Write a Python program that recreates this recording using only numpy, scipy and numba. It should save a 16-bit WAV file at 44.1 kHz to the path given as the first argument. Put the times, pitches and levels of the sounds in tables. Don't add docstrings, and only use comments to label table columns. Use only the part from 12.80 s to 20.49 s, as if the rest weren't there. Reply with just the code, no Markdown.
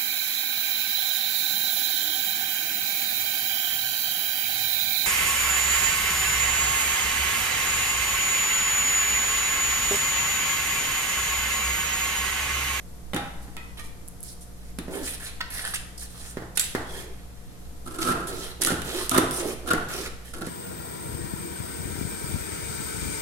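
import sys
import numpy as np
from scipy import signal
from scipy.fft import rfft, irfft
from scipy.io import wavfile
from numba import njit

SR = 44100
rng = np.random.default_rng(int(sys.argv[2]) if len(sys.argv) > 2 else 0)


def transcribe(u):
    v = np.clip(np.atleast_2d(u).T, -1, 1)
    q = np.round(v * 32767).astype(np.int16)
    wavfile.write(sys.argv[1], SR, q)


N = 339129
T = np.arange(N) / SR
HZ = np.maximum(np.fft.rfftfreq(SR, 1 / SR), 1)

# frequency in Hz, relative level in dB.
THUD_COLOUR = [(30, -30.5), (90, -20), (140, -7.5), (220, -10), (340, 0), (480, -6.5), (620, -14),
               (800, -15), (1200, -28), (4000, -53), (12000, -73)]
# frequency in Hz, relative level in dB.
CRINKLE_COLOUR = [(600, -18), (1800, -1), (4000, 0), (9000, -5.5), (14000, -21)]


def undb(db):
    return 10 ** (np.asarray(db) / 20)


def unit(x):
    return x / np.sqrt(np.mean(np.abs(x) ** 2))


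def convolved(x, h):
    return signal.fftconvolve(np.atleast_2d(x), np.atleast_2d(h), axes=-1)[:, :N]


def colour(x, points):
    hz, db = np.transpose(points)
    magnitude = undb(np.interp(np.log(HZ), np.log(hz), db))
    cepstrum = irfft(np.log(magnitude))
    cepstrum[1:len(HZ) - 1] *= 2
    cepstrum[len(HZ):] = 0
    response = unit(np.exp(rfft(cepstrum)))
    return convolved(x, irfft(response)[:SR // 4])


def add(track, s, sound):
    i = int(s * SR)
    track[..., i:i + sound.shape[-1]] += sound[..., :N - i]


def walk(rate_per_s):
    steps = rng.standard_normal(8192)
    return unit(np.interp(T * rate_per_s, np.arange(len(steps)), steps))


@njit
def band(x, hz, width):
    y, g = np.empty(x.shape), np.tan(np.pi * hz / SR)
    for c in range(len(x)):
        b, low = 0., 0.
        for i in range(len(g)):
            v = (b + g[i] * (x[c, i] + 1e-18 - low)) / (1 + g[i] * (g[i] + width))
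            b, low, y[c, i] = 2 * v - b, low + 2 * g[i] * v, width * v
    return y


def held(rows, column):
    edges_s = [s for row in rows for s in (row[0], row[0] + row[1])]
    return np.interp(T, edges_s, np.repeat([row[column] for row in rows], 2))


def patchy(x, low_hz, high_hz, depth_db, rate_per_s, count):
    for hz in np.geomspace(low_hz, high_hz, count):
        gain = undb(depth_db * np.tanh(walk(rate_per_s)))
        x = x + band(x, np.full(N, hz), 0.21) * (gain - 1)
    return x


def ringing(hits, modes):
    t, out = T[:SR // 2], np.zeros(N)
    for s, db, pitch in hits:
        for hz, mode_db, t60_s in modes:
            tone = np.sin(2 * np.pi * (hz * pitch * t + rng.random()))
            decay = np.exp(-np.log(1000) * t / t60_s)
            add(out, s, undb(db + mode_db) * tone * decay)
    return out


def grains(rate_per_s, spread_db, catch_db, catch_per_s, channels=1):
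    clicks = np.zeros((2, N))
    hit = rng.random(N) < rate_per_s / SR
    signs = rng.choice([-1, 1], (2, N))[:, hit]
    clicks[:, hit] = signs * undb(spread_db * rng.standard_normal(N)[hit])
    return unit(clicks[:channels] * undb(catch_db * np.tanh(walk(catch_per_s))))


def burst(rise_s, grit_db=3.5):
    t = T[:SR // 10]
    fractures, sizes = rng.standard_normal((2, len(t)))
    x = fractures * undb(grit_db * sizes) * t * np.exp(-t / rise_s)
    return x / np.linalg.norm(x)


def stroke(s, length_s, crest, swell_db, attack_s, release_s):
    t, gain = T[:SR] - attack_s, np.zeros(N)
    crest_s = np.clip(crest, .02, .98) * length_s
    swell = np.interp(t, [0, crest_s, length_s], [-1, 0, -1])
    attack = np.clip(t / attack_s + .5, 0, 1)
    release = np.exp(-np.maximum(t - length_s, 0) / release_s)
    add(gain, s - attack_s, attack * release * undb(swell_db * swell))
    return gain


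def room_response(early_db=1, early_s=0.0086, port_hz=800):
    # frequency in Hz, reverberation t60 in s.
    room_decay = [(125, 0.93), (350, 0.42), (700, 0.92), (1400, 0.75), (3000, 0.7), (6000, 0.63),
                  (11000, 0.51), (16000, 0.42)]
    # frequency in Hz, gain in dB, t60 in s.
    standing = [(81.7, 15, 0.45), (122.3, 16, 0.8), (264.2, 7, 0.54), (363, 3.5, 1), (442, 7.5, 0.67),
                (509, 8.5, 0.71)]
    t = T[:SR]
    alike = np.exp(-(HZ / port_hz) ** 2)
    mid, side = np.exp(2j * np.pi * rng.random((2, len(HZ))))
    field = mid * np.sqrt(1 + alike) + np.array([[1], [-1]]) * side * np.sqrt(1 - alike)
    centres_hz, t60s = np.transpose(room_decay)
    tail = 0
    for share, t60_s in zip(np.eye(len(room_decay)), t60s):
        late = np.exp(-np.log(1000) * t / t60_s)
        early = undb(early_db) * np.exp(-t / early_s)
        tail = tail + irfft(field * np.interp(HZ, centres_hz, share)) * (late + early)
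    tail = unit(tail * np.minimum(t / 0.0016, 1)) / np.sqrt(SR)
    for hz, db, t60_s in standing:
        damping = np.log(1000) / t60_s
        mode = np.exp(-damping * t) * np.sin(2 * np.pi * hz * t)
        tail = tail + undb(db) * 2 * damping / SR * mode
    return tail


def place(x, direct_db, room_db, right_db, room_right_db=0.5):
    h = undb(room_db + np.array([[-1], [1]]) * room_right_db / 2) * room_response()
    h[0, 6] += undb(direct_db - right_db / 2)
    h[1, 0] += undb(direct_db + right_db / 2)
    return convolved(x, h)


def background(side_db=-6, waver_db=0.5):
    # frequency in Hz, relative level in dB.
    air_colour = [(6, 4), (18, -0.5), (32, -19.5), (55, -5.5), (90, -15), (170, -17), (280, -21),
                  (480, -27), (900, -32.5), (1350, -35), (2700, -41.5), (10000, -39.5), (13000, -40),
                  (15000, -60)]
    # frequency in Hz, rms level in dB.
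    hum_tones = [(59.2, -47.5), (118.4, -57), (177.6, -55), (473.7, -63.5), (570.6, -71), (710.6, -66.5)]
    mid, side = rng.standard_normal((2, N))
    side_gain = np.minimum(undb(side_db) + np.fft.rfftfreq(N, 1 / SR) / 1800, 1)
    side = irfft(rfft(side) * side_gain, N)
    air = unit(colour(mid + np.array([[1], [-1]]) * side, air_colour))
    air = air * undb(-41 + .5 * walk(2.86))
    hum = np.zeros(N)
    for hz, db in hum_tones:
        level = np.sqrt(2) * undb(db + waver_db * walk(3.65))
        hum += level * np.sin(2 * np.pi * (hz * T + rng.random()))
    return air + hum


def rattling():
    # start in seconds, level in dB, pitch ratio.
    rattles = [(0.334, -38, 1), (0.349, -40.5, 1), (0.371, -43, 1), (0.438, -46, 0.98)]
    # frequency in Hz before the pitch ratio, level in dB, t60 in s.
    handle_modes = [(262, -9, 0.4), (502, 4, 0.14), (574, 1.5, 0.4), (814, 2, 0.45), (1115, -11, 0.67),
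                    (1320, -2, 0.5), (1460, -4, 0.35), (1580, -9, 0.46), (1860, -12, 0.55),
                    (2067, -6, 0.59), (2180, -5.5, 0.6), (2380, -6, 0.52), (2610, -1, 0.25),
                    (2910, -3, 0.26), (3429, -17, 0.5), (3682, -6, 0.35)]
    return place(ringing(rattles, handle_modes), direct_db=-2.0, room_db=-7.5, right_db=3.0)


def clinking():
    # start in seconds, level in dB, pitch ratio.
    clinks = [(0.768, -32, 0.99), (0.992, -36.5, 0.93)]
    # frequency in Hz before the pitch ratio, level in dB, t60 in s.
    steel_modes = [(950, 3.5, 0.1), (1290, -7, 0.36), (1299, -2, 0.33), (1320, 8, 0.074), (1880, -4, 0.15),
                   (1950, -3, 0.42), (2010, 6, 0.12), (2180, -18, 0.5), (2500, 5, 0.11), (2560, -4.5, 0.18),
                   (2580, 1, 0.18), (2970, -11, 0.2), (3305, -5, 0.19), (3650, -11, 0.25), (4330, -9, 0.15)]
    return place(ringing(clinks, steel_modes), direct_db=-17.5, room_db=-13.0, right_db=10)


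def knocking():
    # start in seconds, thud level in dB, clack and boom relative to the thud in dB.
    knocks = [(0.334, -22.5, -13, -2.5), (0.344, -17.5, -16, 1.5), (0.351, -34, -5, 2),
              (0.363, -22.5, -1.5, -5), (0.68, -41.5, -5, 9.5), (0.767, -38, -3, 3), (1.987, -21, -15.5, 1),
              (2.082, -19.5, -21, -5), (3.571, -15.5, -16, -36), (3.622, -22.5, -16.5, -17),
              (3.95, -10.5, -11, -33), (5.315, -17, -8.5, -8), (5.905, -14.5, -11, -30),
              (5.92, -13.5, -22, -0.5), (6.365, -12.5, -9.5, -15), (6.384, -2, -21, -17),
              (6.936, -10, -13.5, -7), (7.616, -28, -12.5, 5), (7.672, -21, -15, -1)]
    # frequency in Hz, relative level in dB.
    boom_colour = [(30, -21), (90, -10.5), (170, 7), (230, 3.5), (350, 5), (1000, -50), (6000, -84)]
    # frequency in Hz, relative level in dB.
    clack_colour = [(300, -4.5), (750, 3), (1300, 1.5), (1950, 2), (2350, -11), (3600, -12.5), (5000, -15),
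                    (10000, -25.5)]
    thud, boom, clack = np.zeros((3, N))
    for s, db, clack_db, boom_db in knocks:
        add(thud, s, undb([db]))
        add(boom, s, undb([db + boom_db]))
        add(clack, s, undb([db + clack_db]))
    return (place(colour(thud, THUD_COLOUR), direct_db=13.5, room_db=11, right_db=3.5, room_right_db=2.0)
            + place(colour(boom, boom_colour), direct_db=14, room_db=15.0, right_db=-1)
            + place(colour(clack, clack_colour), direct_db=19.0, room_db=24.5, right_db=1.0))


def buckling():
    # start in seconds, level in dB, resonance of the bend in Hz, rise time in s.
    buckles = [(2.605, -20, 1190, 0.0018), (2.610, -18.5, 1710, 0.0021), (2.782, -30, 1800, 0.0018),
               (2.792, -26, 1760, 0.0025), (2.85, -27, 1650, 0.00067), (2.868, -31, 1700, 0.0014),
               (2.875, -28, 1400, 0.0011), (2.936, -23, 1640, 0.002), (2.945, -25, 1970, 0.0012),
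               (2.956, -21.5, 2740, 0.0033), (7.259, -25.5, 1890, 0.0022)]
    # frequency in Hz, relative level in dB.
    flick_colour = [(300, -23), (700, -17), (1100, -6), (1450, 0), (1700, 4.5), (2100, 0.5), (2700, -7.5),
                    (4500, -4.5), (7000, -22), (14000, -28)]
    flicks = np.zeros((1, N))
    for s, db, bend_hz, rise_s in buckles:
        shifted = [(hz * bend_hz / 1696, level_db) for hz, level_db in flick_colour]
        add(flicks, s, colour(undb(db) * burst(rise_s), shifted))
    return place(flicks, direct_db=17.5, room_db=14.0, right_db=3.0)


def ticking():
    # start in seconds, level in dB.
    ticks = [(1.278, -31), (1.284, -31), (1.405, -34), (1.429, -27), (1.435, -29), (2.783, -31),
             (2.851, -23.5), (2.876, -28), (3.9516, -29), (5.4053, -35), (7.26, -33), (7.5378, -39),
             (7.6096, -35)]
    # frequency in Hz, relative level in dB.
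    tick_colour = [(2000, -38), (6000, -12), (8500, 0), (11000, 5), (13000, -11), (16000, -14)]
    contacts = np.zeros((2, N))
    for s, db in ticks:
        add(contacts, s, undb(db) * np.array([burst(rise_s=0.00076) for port in range(2)]))
    return place(colour(contacts, tick_colour), direct_db=15.0, room_db=8.0, right_db=5)


def snapping():
    # start in seconds, level in dB, midrange relative to treble in dB,
    # left minus right in dB ahead of placing, rise time in s.
    snaps = [(0.3333, -28, 8, 0.5, 0.0012), (0.345, -20, -27, -3, 0.001), (0.363, -20.5, -2.5, 0, 0.0009),
             (0.767, -29, -1, -2.5, 0.00048), (1.9862, -22, -4.5, -1, 0.001),
             (3.7724, -9.5, -6.5, -2, 0.00084), (3.7749, -10, -7.5, -8, 0.0015),
             (3.7953, -6.5, -14, -5, 0.00054), (3.798, -10, -14, 3, 0.001),
             (3.8115, -18, -11.5, -12, 0.00067), (5.813, -25, -18, -3, 0.0005),
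             (5.8175, -9.5, -16, -4, 0.0006), (5.8206, -11.5, -12, -6, 0.0005),
             (5.8247, -13, -10, 0, 0.00068), (5.835, -9.5, -15, 2, 0.001), (5.848, -8.5, -11, -7, 0.00072),
             (5.862, -11, -11, -5, 0.0013), (5.8727, -18, -12, -1, 0.00036), (5.8872, -21, -14, -2, 0.0004),
             (6.018, -20.5, -6, -4, 0.0008), (6.294, -9, -17, -3, 0.0005), (6.3125, -16, -5, -7, 0.00084),
             (6.3377, -21, -5, -4, 0.0005), (6.351, -18, -2, -4, 0.00043), (6.3638, -21, -3, -1, 0.0008),
             (6.3768, -15, -16, -7, 0.0011), (6.3797, -5, -10.5, -4, 0.0016),
             (6.5097, -15, -17, -4.5, 0.0007), (6.885, -27, 1, -2, 0.00065), (6.911, -21, -5, 2, 0.00091),
             (6.933, -15.5, -17, -9, 0.0011)]
    # start in seconds, level in dB, pitch ratio.
    blade_rings = [(3.773, -44, 0.92), (3.795, -26.5, 0.96), (5.818, -43, 0.95), (5.848, -46, 1),
                   (6.294, -48, 0.8), (6.381, -47, 0.81)]
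    # frequency in Hz before the pitch ratio, level in dB, t60 in s.
    blade_modes = [(2536, -9, 0.18), (4900, -6, 0.13), (7000, -10, 0.12), (7370, 1, 0.11), (7700, 0, 0.17),
                   (7900, 3, 0.11), (8097, 3, 0.14), (8357, -10, 0.15), (9225, -4, 0.2)]
    # frequency in Hz, relative level in dB.
    snap_colour = [(1500, -23.5), (3200, -1), (5000, -5.5), (7500, -3), (10000, 2.5), (11700, -1.5),
                   (13000, -10.5), (16000, -16)]
    # frequency in Hz, relative level in dB.
    body_colour = [(300, -22), (1000, -7.5), (1800, 1.5), (2600, 1), (3700, 2.5), (4500, -8.5),
                   (8000, -48.5)]
    treble, middle = np.zeros((2, 2, N))
    blade = ringing(blade_rings, blade_modes)
    for s, db, mid_db, pan_db, rise_s in snaps:
        crack = np.array([undb(db + side * pan_db / 2) * burst(rise_s) for side in (1, -1)])
        add(treble, s, crack)
        add(middle, s, crack * undb(mid_db))
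    return (place(colour(treble, snap_colour), direct_db=11.0, room_db=7.0, right_db=2.5, room_right_db=-1.5)
            + place(blade, direct_db=-3.0, room_db=-9, right_db=9)
            + place(colour(middle, body_colour), direct_db=14.5, room_db=14.0, right_db=5.5, room_right_db=-3.5))


def swishing_and_squeaking():
    # start in seconds, length in s, centre in Hz, width in Hz, level in dB.
    rubs = [(1.43, 0.1, 5350, 1100, -55.5), (3.175, 0.014, 5030, 900, -48), (3.189, 0.035, 4430, 1000, -49),
            (4.029, 0.12, 3380, 260, -53), (4.117, 0.1, 3300, 260, -48.5)]
    out = np.zeros((2, N))
    for s, length_s, hz, width_hz, db in rubs:
        spectrum = np.exp(-2 * ((HZ - hz) / width_hz) ** 2)
        rub = irfft(rfft(rng.standard_normal((2, SR))) * spectrum)
        swell = np.sin(np.pi * np.minimum(T[:SR] / length_s, 1))
        add(out, s, undb(db) * unit(rub) * swell)
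    fits = undb(5.9 * np.tanh(walk(70)))
    return place(out * fits, direct_db=1.0, room_db=-2.0, right_db=5)


def dragging():
    # start in seconds, length in s, level in dB, share of the length at which the push peaks,
    # resonance of the table in Hz.
    drags = [(2.087, 0.15, -31, 0.63, 294), (4.098, 0.23, -44, 0.33, 435), (5.474, 0.19, -37, 0.17, 393),
             (5.795, 0.074, -32.5, 0.85, 364), (6.056, 0.17, -33, 0.62, 367),
             (6.576, 0.15, -28.5, 0.42, 384), (6.834, 0.033, -35, 0.72, 332),
             (7.09, 0.18, -35.5, 0.58, 395), (7.534, 0.15, -41.5, 0.7, 270)]
    # frequency in Hz, relative level in dB.
    scrape_colour = [(60, -23.5), (170, -17), (260, -3.5), (380, -0.5), (550, -6.5), (800, -12.5),
                     (1400, -24), (4000, -39)]
    push = np.zeros(N)
    for s, length_s, db, crest, _ in drags:
        push += undb(db) * stroke(s, length_s, crest, swell_db=7, attack_s=0.013, release_s=0.019)
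    slips = grains(rate_per_s=700, spread_db=0.5, catch_db=0.0, catch_per_s=48)
    murmur = colour(push * slips, scrape_colour)
    table_hz = held(drags, 4) * (1 + 0.081 * walk(14))
    murmur = murmur + undb(4.0) * band(murmur, table_hz, 0.19)
    return place(murmur, direct_db=-5, room_db=-8.5, right_db=6.0)


def sliding():
    # start in seconds, length in s, hiss level in dB, rustle level in dB,
    # share of the length at which the speed peaks, resonance of the bent sheet in Hz,
    # whistle of the paper's edge relative to the hiss in dB.
    slides = [(0.617, 0.033, -50, -59, 0.41, 2000, 0), (0.971, 0.043, -46.5, -39, 0.81, 2100, -9),
              (1.03, 0.047, -50, -55, 0.5, 2000, -7), (1.434, 0.097, -42.5, -60, 0.52, 2000, 0.5),
              (1.608, 0.032, -49, -72, 0.56, 2000, 3), (1.763, 0.15, -60, -59, 1, 2000, -9),
              (2.108, 0.14, -40.5, -42, 0.44, 1560, -10), (2.232, 0.12, -35, -38.5, 0.38, 3200, 2.5),
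              (2.399, 0.1, -39.5, -38, 0.75, 1660, -3), (2.702, 0.013, -38, -36, 0.2, 1600, 6),
              (2.72, 0.092, -37, -34, 0.39, 1750, 3), (2.817, 0.11, -38.5, -39.5, 0.47, 1800, 7.5),
              (2.939, 0.016, -25, -39, 0.35, 2420, -3), (3.177, 0.01, -40.5, -78, 0.33, 1460, -4),
              (3.194, 0.066, -41, -46.5, 0.3, 1500, -7), (3.299, 0.23, -44, -47, 0.8, 1410, -7),
              (3.753, 0.014, -36.5, -47, 0.5, 1800, -1), (3.795, 0.062, -30.5, -40.5, 0.1, 2400, -23),
              (4.07, 0.18, -43, -42, 0.64, 1530, -23), (4.297, 0.58, -68, -58, 0.11, 1352, -9),
              (5.469, 0.025, -34, -35, 0.15, 1350, -6), (5.489, 0.23, -40.5, -39, 0.56, 1330, -7),
              (5.81, 0.012, -30, -29, 0.89, 1500, -7), (6.043, 0.22, -33.5, -33.5, 0.69, 1330, -12),
              (6.512, 0.11, -32.5, -38, 0.93, 1250, -3), (6.628, 0.11, -37, -40, 0.45, 1200, -12),
              (7.085, 0.19, -34.5, -35.5, 0.29, 1380, -25), (7.446, 0.075, -47.5, -47.5, 0.12, 1780, -13)]
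    # frequency in Hz, relative level in dB.
    hiss_colour = [(1500, -51), (3200, -6), (5000, -2), (7000, -2), (9800, 1.5), (11500, -2.5), (13000, -5),
                   (16000, -16)]
    # frequency in Hz, relative level in dB.
    rustle_colour = [(200, -8), (600, -3.5), (1100, -5.5), (1800, -1.5), (2600, -1.5), (4000, -2),
                     (7000, -28)]
    hiss_gain, rustle_gain = np.zeros((2, N))
    for s, length_s, hiss_db, rustle_db, crest, _, _ in slides:
        speed = stroke(s, length_s, crest, swell_db=6, attack_s=0.004, release_s=0.0075)
        hiss_gain += undb(hiss_db) * speed
        rustle_gain += undb(rustle_db) * speed

    fine = grains(rate_per_s=11000, spread_db=3.5, catch_db=2.0, catch_per_s=170, channels=2)
    hiss = colour(hiss_gain * fine, hiss_colour)
    whistle = band(hiss, 9700 * (1 + 0.038 * walk(10)), 0.21)
    hiss = hiss + undb(held(slides, 6)) * whistle
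    hiss = patchy(hiss, low_hz=3380, high_hz=11750, depth_db=5.0, rate_per_s=20, count=6)

    coarse = grains(rate_per_s=900, spread_db=4, catch_db=4.5, catch_per_s=80)
    rustle = colour(rustle_gain * coarse, rustle_colour)
    bend_hz = held(slides, 5) * (1 + 0.071 * walk(24))
    rustle = rustle + undb(1.5) * band(rustle, bend_hz, 0.16)
    rustle = patchy(rustle, low_hz=740, high_hz=4170, depth_db=6.5, rate_per_s=28, count=7)
    sparse = grains(rate_per_s=55, spread_db=3, catch_db=2.5, catch_per_s=22)
    rustle = rustle + undb(-4.5) * colour(rustle_gain * sparse, CRINKLE_COLOUR)
    return (place(hiss, direct_db=-2.5, room_db=-7.0, right_db=3.5)
            + place(rustle, direct_db=-7.5, room_db=-7.0, right_db=3.5))


def cutting():
    # start in seconds, length in s, sheet vibration in dB, crackle relative to it in dB,
    # share of the length at which the level peaks.
    cuts = [(5.057, 0.011, -42, -6, 0.61), (5.073, 0.0093, -35.5, -6, 0.54), (5.101, 0.031, -42, -5, 0.21),
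            (5.139, 0.028, -37.5, -5.5, 0.22), (5.185, 0.012, -28.5, -7.5, 0.15),
            (5.204, 0.051, -30, -3.5, 0.56), (5.253, 0.076, -23.5, -10, 0.63),
            (5.35, 0.12, -39.5, -19, 0.3), (5.867, 0.0076, -18, -4, 0.57), (5.88, 0.009, -17.5, -7.5, 0.5),
            (5.896, 0.033, -27.5, -6, 0.56), (6.315, 0.0083, -21.5, -12, 0.33),
            (6.332, 0.024, -19, -12, 0.6), (6.361, 0.01, -15.5, -17, 0.47),
            (6.373, 0.011, -21.5, -5.5, 0.65), (6.859, 0.022, -35, -9, 0.8), (6.875, 0.019, -27, -11, 0.65),
            (6.904, 0.017, -16.5, -14.5, 0.39), (6.93, 0.008, -31, -17, 0.5),
            (7.534, 0.02, -35.5, -5.5, 0.39), (7.562, 0.029, -45.5, -3, 0.35),
            (7.611, 0.012, -30.5, -10.5, 0.21), (7.645, 0.046, -44, 1, 0.57)]
    # time in seconds, pitch ratio.
    sheet_tuning = [(5.3, 0.95), (5.9, 1.0), (6.35, 0.93), (6.92, 1.02), (7.6, 1.02)]
    # frequency and width in Hz, both before tuning, level in dB.
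    sheet_modes = [(702.7, 10, -1.5), (1080, 33, -5.5), (1350, 55, 2), (1351, 27, -2.5), (1410, 81, -0.5),
                   (1650, 197, -5.5), (1672, 55, -1.5), (2850, 490, -19), (3880, 1060, -23)]
    # frequency in Hz, relative level in dB.
    fibre_colour = [(500, -11), (2000, -1), (3500, -1), (6500, 1.5), (9200, 10.5), (11200, 8), (13000, 1),
                    (16000, -15)]
    sheet_gain, crackle_gain = np.zeros((2, N))
    for s, length_s, db, crackle_db, crest in cuts:
        level = undb(db) * stroke(s, length_s, crest, swell_db=6.5, attack_s=0.0021, release_s=0.002)
        sheet_gain += level
        crackle_gain += level * undb(crackle_db)
    rumble_gain = undb(-7.5) * sheet_gain ** 0.73
    breaks = grains(rate_per_s=2200, spread_db=3, catch_db=5.5, catch_per_s=260, channels=2)

    tuning = np.interp(T, *np.transpose(sheet_tuning)) * (1 + 0.0077 * walk(25))
    body = np.zeros((2, N))
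    for k, (hz, width_hz, db) in enumerate(sheet_modes):
        body += undb(db) * (-1) ** k * band(breaks * sheet_gain, hz * tuning, width_hz / hz)
    sheet = place(body, direct_db=17.5, room_db=18.0, right_db=3, room_right_db=1.0)

    tears = crackle_gain * grains(rate_per_s=170, spread_db=2, catch_db=5.5, catch_per_s=18)
    crunch = place(colour(tears, CRINKLE_COLOUR), direct_db=-3.5, room_db=-4.5, right_db=3.5)
    crackle = place(colour(breaks * crackle_gain, fibre_colour), direct_db=1.5, room_db=-2.0, right_db=4.5)
    rumble = place(colour(breaks[0] * rumble_gain, THUD_COLOUR),
                   direct_db=-5.5, room_db=-3.0, right_db=3.0, room_right_db=2.0)
    return sheet + crackle + crunch + rumble


def scene():
    handling = rattling() + clinking() + knocking()
    paper = buckling() + ticking() + snapping()
    gestures = swishing_and_squeaking() + dragging() + sliding() + cutting()
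    return background() + handling + paper + gestures


def record(dry):
    low_pass = signal.ellip(8, .2, 70, 16000, fs=SR, output="sos")
    return signal.sosfilt(low_pass, np.clip(dry, -1, 1))


dry = scene()
out = record(dry)
transcribe(out)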